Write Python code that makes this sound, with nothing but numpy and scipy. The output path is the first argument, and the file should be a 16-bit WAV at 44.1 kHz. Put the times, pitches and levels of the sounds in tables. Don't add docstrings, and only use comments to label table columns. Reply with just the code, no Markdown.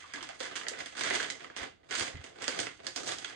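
import sys
import numpy as np
from scipy import signal
from scipy.fft import rfft, irfft
from scipy.io import wavfile

SR = 44100
rng = np.random.default_rng(int(sys.argv[2]) if len(sys.argv) > 2 else 0)


def to_wav(s):
    ch = np.atleast_2d(s).T
    pcm = np.round(np.clip(ch, -1, 1) * 32767)
    wavfile.write(sys.argv[1], SR, pcm.astype(np.int16))


N = 147735
TAPS = 16384
HZ = np.fft.rfftfreq(TAPS, 1 / SR)


def amp(db):
    return 10 ** (np.asarray(db) / 20)


def unit(x):
    return x / np.sqrt(np.mean(x ** 2) + 1e-20)


def read(points, hz):
    f, value = np.transpose(points)
    return np.interp(np.log(hz + 1), np.log(f), value)


def add(mix, start_s, sound):
    part = mix[:, max(round(start_s * SR), 0):][:, :sound.shape[1]]
    part += sound[:, :part.shape[1]]


def causal(gain):
    log_gain = np.log(np.maximum(gain, gain.max() * 1e-5))
    both_sides = np.r_[log_gain, log_gain[-2:0:-1]]
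    spectrum = np.exp(np.conj(signal.hilbert(both_sides)))
    return irfft(spectrum[:len(gain)])


def snaps():
    # start in seconds, level in dB before snap_db, body and treble
    # in dB relative to the middle, ring in Hz.
    creases = [(0.0231, -31, -16, -8, 1960), (0.1368, -21, -23, -3.5, 1980), (0.159, -26, -14, -10, 1730),
               (0.208, -27.5, -16, -22, 1090), (0.2278, -24, -19, -2, 1030), (0.29, -24.5, -21, -6, 1430),
               (0.404, -21.5, -2, -2, 3580), (0.4079, -21, -9, -11, 1950), (0.4302, -23.5, -6, -0.5, 1740),
               (0.454, -21.5, -17, -8, 1790), (0.5555, -24.5, -6, -3, 2060),
               (0.5643, -18, -13.5, -15, 3040), (0.612, -24.5, -21, -32, 1760),
               (0.6345, -24, -13, -9, 1900), (0.6672, -21.5, -11, -20, 1840), (0.684, -16.5, -6, 9, 1690),
               (0.735, -27.5, -18, -26, 1730), (0.788, -27.5, -21, -2, 1510), (0.8046, -22, -5, -4, 1930),
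               (0.8597, -22.5, -7, -3, 2000), (0.9939, -20, -3, 3, 1700), (1.009, -18.5, 2.5, 0, 1700),
               (1.036, -15.5, -4.5, -3, 1670), (1.0717, -21, -16, -17, 1970), (1.1078, -14, -7, -20, 1910),
               (1.152, -14.5, -8.5, 1.5, 1930), (1.2003, -19, -7.5, -10, 1550),
               (1.2447, -21.5, -6, -26, 1800), (1.285, -31.5, -10, -8, 1930), (1.3014, -17, -9, 1, 2220),
               (1.405, -28.5, -2, -14, 2120), (1.4444, -28.5, -3, -10, 1800), (1.5002, -30, -5, -22, 1350),
               (1.5645, -23, 0, -1, 1860), (1.585, -25.5, -1, -6, 1900), (1.6317, -25.5, -1, -10, 2100),
               (1.832, -45.5, 0, -16, 1830), (1.9095, -16, -5, -3, 1660), (1.9524, -14, -28, -4.5, 4640),
               (2.009, -14.5, -4.5, -9, 2700), (2.024, -21.5, 0, 3, 2260), (2.0792, -24.5, -1, -1, 2100),
               (2.1548, -32, -22, -18, 2100), (2.171, -32.5, -21, -13, 1570),
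               (2.241, -28, -2.5, -1.5, 2020), (2.421, -20, 0, 1, 2310), (2.4416, -21, -23, -2, 3360),
               (2.48, -13, -0.5, 2.5, 1730), (2.524, -24, -2, -15, 2240), (2.591, -18, -5, -1.5, 3230),
               (2.6017, -20, -13, 12, 1760), (2.6684, -21.5, -3, -7.5, 2430), (2.844, -37.5, -6, -11, 1990),
               (2.8677, -18, -6, 3, 4440), (2.9615, -16, 5, 10, 5200), (3.033, -25.5, 8, 5, 1400),
               (3.0762, -19, -9, 0, 2120), (3.0905, -22, -8, -19, 2260), (3.1207, -19.5, -17, -10, 1180),
               (3.185, -26.5, -10, 11, 1670), (3.2458, -22.5, -17, -4, 1640)]
    snap_db, direct_db = 4.5, 3
    ring_db, ring_width_oct = 5, .22
    after_db, after_s = -13, .002
    out = np.zeros((2, N))
    body, middle, treble = film_bands()
    t = np.arange(TAPS // 16) / SR
    for start_s, db, body_db, treble_db, ring_hz in creases:
        octaves = np.log2((HZ + 1) / ring_hz)
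        ring = amp(ring_db * np.exp(-.5 * (octaves / ring_width_oct) ** 2))
        colour = amp(body_db) * body + middle + amp(treble_db) * treble
        click = causal(unit(colour * ring * facet()))
        smaller = unit(rng.standard_normal(len(t)) ** 3 * np.exp(-t / after_s))
        force = amp(after_db) * smaller / np.sqrt(len(t))
        force[0] += 1
        sound = signal.fftconvolve(click[:TAPS // 8], force)
        heard = signal.fftconvolve(sound[None], room(direct_db), axes=1)
        add(out, start_s, amp(db + snap_db) * heard)
    return out


def crinkle(count=8):
    # time in seconds, crinkle level in dB
    # before crinkle_db, body and treble in dB relative to the crinkle.
    pushes = [
        [(0.0, -51, -13, -7.5), (0.054, -52.5, -5, -5.5), (0.126, -52.5, -17, -13), (0.142, -46.5, -5, -11),
         (0.238, -48.5, -10, -8), (0.28, -48.5, -4, -10), (0.302, -48.5, -19, -15), (0.38, -66.5, 8, 2)],
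        [(0.38, -66, -20, 4), (0.406, -43.5, -4.5, 2), (0.532, -48.5, -4.5, -15), (0.56, -42.5, -12.5, 1.5),
         (0.662, -59.5, 10, -7), (0.682, -52, 2, 2), (0.726, -48.5, -0.5, -23), (0.805, -45, -5, -5.5),
         (0.92, -58.5, -16, -5)],
        [(0.92, -52.5, 0, -5), (0.992, -38.5, -9, -4.5), (1.11, -34.5, -7, -7.5), (1.2, -35.5, -8, -4),
         (1.314, -52.5, 1.5, -5), (1.376, -55.5, -4.5, -7), (1.452, -54.5, 1.5, -8), (1.49, -64.5, -2, -12)],
        [(1.552, -59, -7, -18), (1.566, -47, -17, 0), (1.6, -42, -6.5, -14), (1.64, -41.5, -2.5, -9),
         (1.738, -81, 4.5, -28), (1.88, -68, 5.5, -4)],
        [(1.88, -70, 12, 2), (1.908, -39, -12, -9.5), (1.982, -39, -6.5, 2), (2.0, -35, -5.5, 1),
         (2.19, -61.5, 0, -15), (2.246, -49, -8, -5), (2.318, -63.5, 5, -8)],
        [(2.37, -58, 3.5, -8.5), (2.418, -44.5, -1.5, -8), (2.496, -38.5, -22, -6), (2.56, -44.5, -1.5, -7),
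         (2.6, -41.5, 0, 1.5), (2.696, -50, -11, -12), (2.78, -70, -5, 5), (2.792, -49, 3, -17),
         (2.82, -73, 3, -3)],
        [(2.82, -64, 4, -6), (2.874, -48, 0.5, 0), (2.944, -64, -10, 3), (2.964, -38, -9, -4),
         (3.018, -56.5, 8.5, 4.5), (3.088, -40.5, -1.5, 1.5), (3.16, -53, -2, -0.5), (3.31, -47.5, -8, -8.5),
         (3.35, -56.5, 2, -14.5)],
    ]
    crinkle_db, grains_per_s = -6.5, 420
    grain_spread_db, grain_limit = 3.5, 4.05
    rub_db = -14.5
    when, db, body_db, treble_db = np.vstack(pushes).T
    t = np.arange(N) / SR
    levels = [amp(np.interp(t, when, db + extra)) for extra in (body_db, 0, treble_db)]
    out, bands = np.zeros((2, N)), film_bands()
    for _ in range(count):
        size_db = grain_spread_db * np.minimum(rng.exponential(1, N), grain_limit)
        size = amp(size_db) * rng.choice([-1, 1], N)
        ticks = unit(size * (rng.random(N) < grains_per_s / count / SR))
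        force = ticks + amp(rub_db) * rng.standard_normal(N)
        colour = facet()
        sound = np.zeros(N)
        for level, band in zip(levels, bands):
            response = causal(unit(band * colour))[:TAPS // 8]
            sound += signal.oaconvolve(force * level, response)[:N]
        out += signal.fftconvolve(sound[None], room(), axes=1)[:, :N]
    return amp(crinkle_db) * out / np.sqrt(count)


def pops():
    # start in seconds, level in dB before the doubling below, pitch in Hz.
    tones = [(.04, -36.5, 1120), (.137, -29, 2010), (.139, -43, 275), (0.174, -33.5, 1090),
             (.218, -45, 306), (.293, -33, 694), (.405, -32.5, 520), (.713, -37, 490), (1.108, -31, 394),
             (1.154, -33.5, 428), (1.201, -21, 1660), (1.244, -24.5, 3130), (1.443, -34, 1230),
             (2.481, -31.5, 540), (2.789, -57, 390), (2.866, -29, 1760), (3.247, -23.5, 3300)]
    decay_cycles, rise_cycles = 14, .5
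    direct_db = 4.5
    out, t = np.zeros((2, N)), np.arange(TAPS // 4) / SR
    for start_s, db, hz in tones:
        rise = 1 - np.exp(-hz * t / rise_cycles)
        swing = np.sin(2 * np.pi * hz * t) * rise * amp(-60 * hz * t / decay_cycles)
        heard = signal.fftconvolve(swing[None], room(direct_db), axes=1)
        match = np.linalg.norm(swing) / np.linalg.norm(heard[1]) * 2
        add(out, start_s, amp(db) * heard * match)
    return out


def bumps():
    # start in seconds, level in dB.
    landings = [(1.608, -48), (2.006, -43), (2.139, -36), (2.189, -46)]
    bump_hz, swell_s, slosh_db = 82, 0.01, -6.5
    out, t = np.zeros((2, N)), np.arange(TAPS // 2) / SR
    swell = (t / swell_s * np.exp(1 - t / swell_s)) ** 2
    contents = signal.butter(2, [bump_hz / 2, 2 * bump_hz], "band", fs=SR)
    for start_s, db in landings:
        slosh = amp(slosh_db) * unit(signal.lfilter(*contents, rng.standard_normal(len(t))))
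        thud = np.sin(2 * np.pi * bump_hz * t) * swell + slosh * np.sqrt(swell)
        add(out, start_s, amp(db) * np.array([thud, thud]))
    return out


def film_bands():
    # frequency in Hz, relative level in dB per Hz.
    film = [(35, -77), (60, -12), (144, -8.5), (213, -12), (257, -3.5), (436, -5), (525, -2), (563, -6),
            (709, -0.5), (872, -5.5), (1100, -3), (1830, -2), (2000, 0), (2410, -5.5), (3250, -2.5),
            (4090, -10.5), (4810, -8.5), (5400, -15), (6490, -12), (8370, -17), (13300, -54.5),
            (14900, -33)]
    body_hz, treble_hz = 830, 4330
    low_hz = 126
    low = 1 / (1 + (HZ / body_hz) ** 6)
    high = 1 - 1 / (1 + (HZ / treble_hz) ** 6)
    body = low * HZ ** 2 / (HZ ** 2 + low_hz ** 2)
    colour = amp(read(film, HZ))
    return [unit(weight * colour) for weight in (body, 1 - low - high, high)]


def facet(count=36):
    ripple_db = 2.5
    points = np.c_[np.geomspace(150, SR / 3, count), rng.standard_normal(count)]
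    return amp(ripple_db * read(points, HZ))


def room(direct_db=0):
    # frequency in Hz, time to fall by 60 dB in seconds.
    decay = [(100, 0.63), (500, 0.25), (1500, 0.28), (4000, 0.3), (10000, 0.26)]
    # frequency in Hz, likeness from 0 to 1.
    likeness = [(100, 1), (400, 0.49), (1000, 0.32), (2000, 0.093), (6000, 0.068), (14000, 0.06)]
    # frequency in Hz, level in dB re reflections.
    resonances = [(318, -7.5), (370, -9.5), (440, -0.5), (523, 1), (699, -24), (1687, 1.5), (2041, 0.5)]
    resonance_width_hz = 20
    tail_db, early_db, early_s, gap_s = 0, 0.5, 0.012, 0.002
    spread_s = 0.001103
    scatter_db, scatter_s = -5.5, 0.00055
    left_db = -3.5

    t = np.arange(TAPS) / SR
    hz, when, z = signal.stft(rng.standard_normal((2, TAPS)), SR, nperseg=256)
    fading = z * amp(-60 * when / read(decay, hz)[:, None])
    tail = signal.istft(fading, SR, nperseg=256)[1][:, :TAPS]
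    early = rng.standard_normal((2, TAPS)) * np.exp(-t / early_s)
    onset = 1 - np.exp(-(t / gap_s) ** 2)
    reflections = amp(tail_db) * unit(tail * onset) + amp(early_db) * unit(early * onset)
    wet = rfft(reflections) / np.sqrt(TAPS)
    wet *= 1 + sum(amp(db) / (1 + 2j * (HZ - f) / resonance_width_hz) for f, db in resonances)
    alike = np.clip(read(likeness, HZ), 0, 1)
    wet[0] = alike * wet[1] + np.sqrt(1 - alike ** 2) * wet[0]

    bounce = rfft(unit(rng.standard_normal(TAPS) * np.exp(-t / scatter_s))) / np.sqrt(TAPS)
    bending = np.exp(-4j * np.pi * spread_s * np.sqrt(1000 * HZ))
    scattered = (1 + amp(scatter_db) * bounce) / np.hypot(1, amp(scatter_db))
    direct = amp(direct_db) * bending * scattered
    return irfft(wet + amp([[left_db], [0]]) * direct)


def room_tone():
    # frequency in Hz, relative level in dB per Hz.
    air = [(25, -9), (80, 9.5), (200, -2), (500, -47), (2000, -46), (8000, -30), (14000, -53)]
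    air_db = -72
    noise = rng.standard_normal((2, N)) + rng.standard_normal(N)
    colour = amp(read(air, np.fft.rfftfreq(N, 1 / SR)))
    return amp(air_db) * unit(irfft(rfft(noise) * colour, N))


def scene():
    return snaps() + crinkle() + pops() + bumps() + room_tone()


def record(dry):
    # frequency in Hz, left minus right in dB.
    lean = [(60, -1.5), (150, -1.5), (370, -2.5), (930, 0.5), (2320, -5.5), (5790, -8), (14400, -0.5)]
    # frequency in Hz, lead of the left microphone in radians.
    lead = [(30, 1), (150, -1.34), (400, -1.06), (730, -3), (1000, -4.5), (1400, -5.5), (2000, -7.5),
            (2600, -4), (3100, -4.5), (3800, -9), (4900, -1), (6400, -6), (7300, -3.5), (10000, -5.5)]
    edge_hz = 14000
    hz = np.fft.rfftfreq(N, 1 / SR)
    lean_db = read(lean, hz)
    left = amp(lean_db / 2) * np.exp(1j * read(lead, hz))
    right = amp(-lean_db / 2)
    heard = irfft(rfft(dry) * np.array([left, right]), N)
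    lowpass = signal.firwin(255, edge_hz, window=("kaiser", 9), fs=SR)
    return signal.oaconvolve(heard, lowpass[None], "same")


dry = scene()
out = record(dry)
to_wav(out)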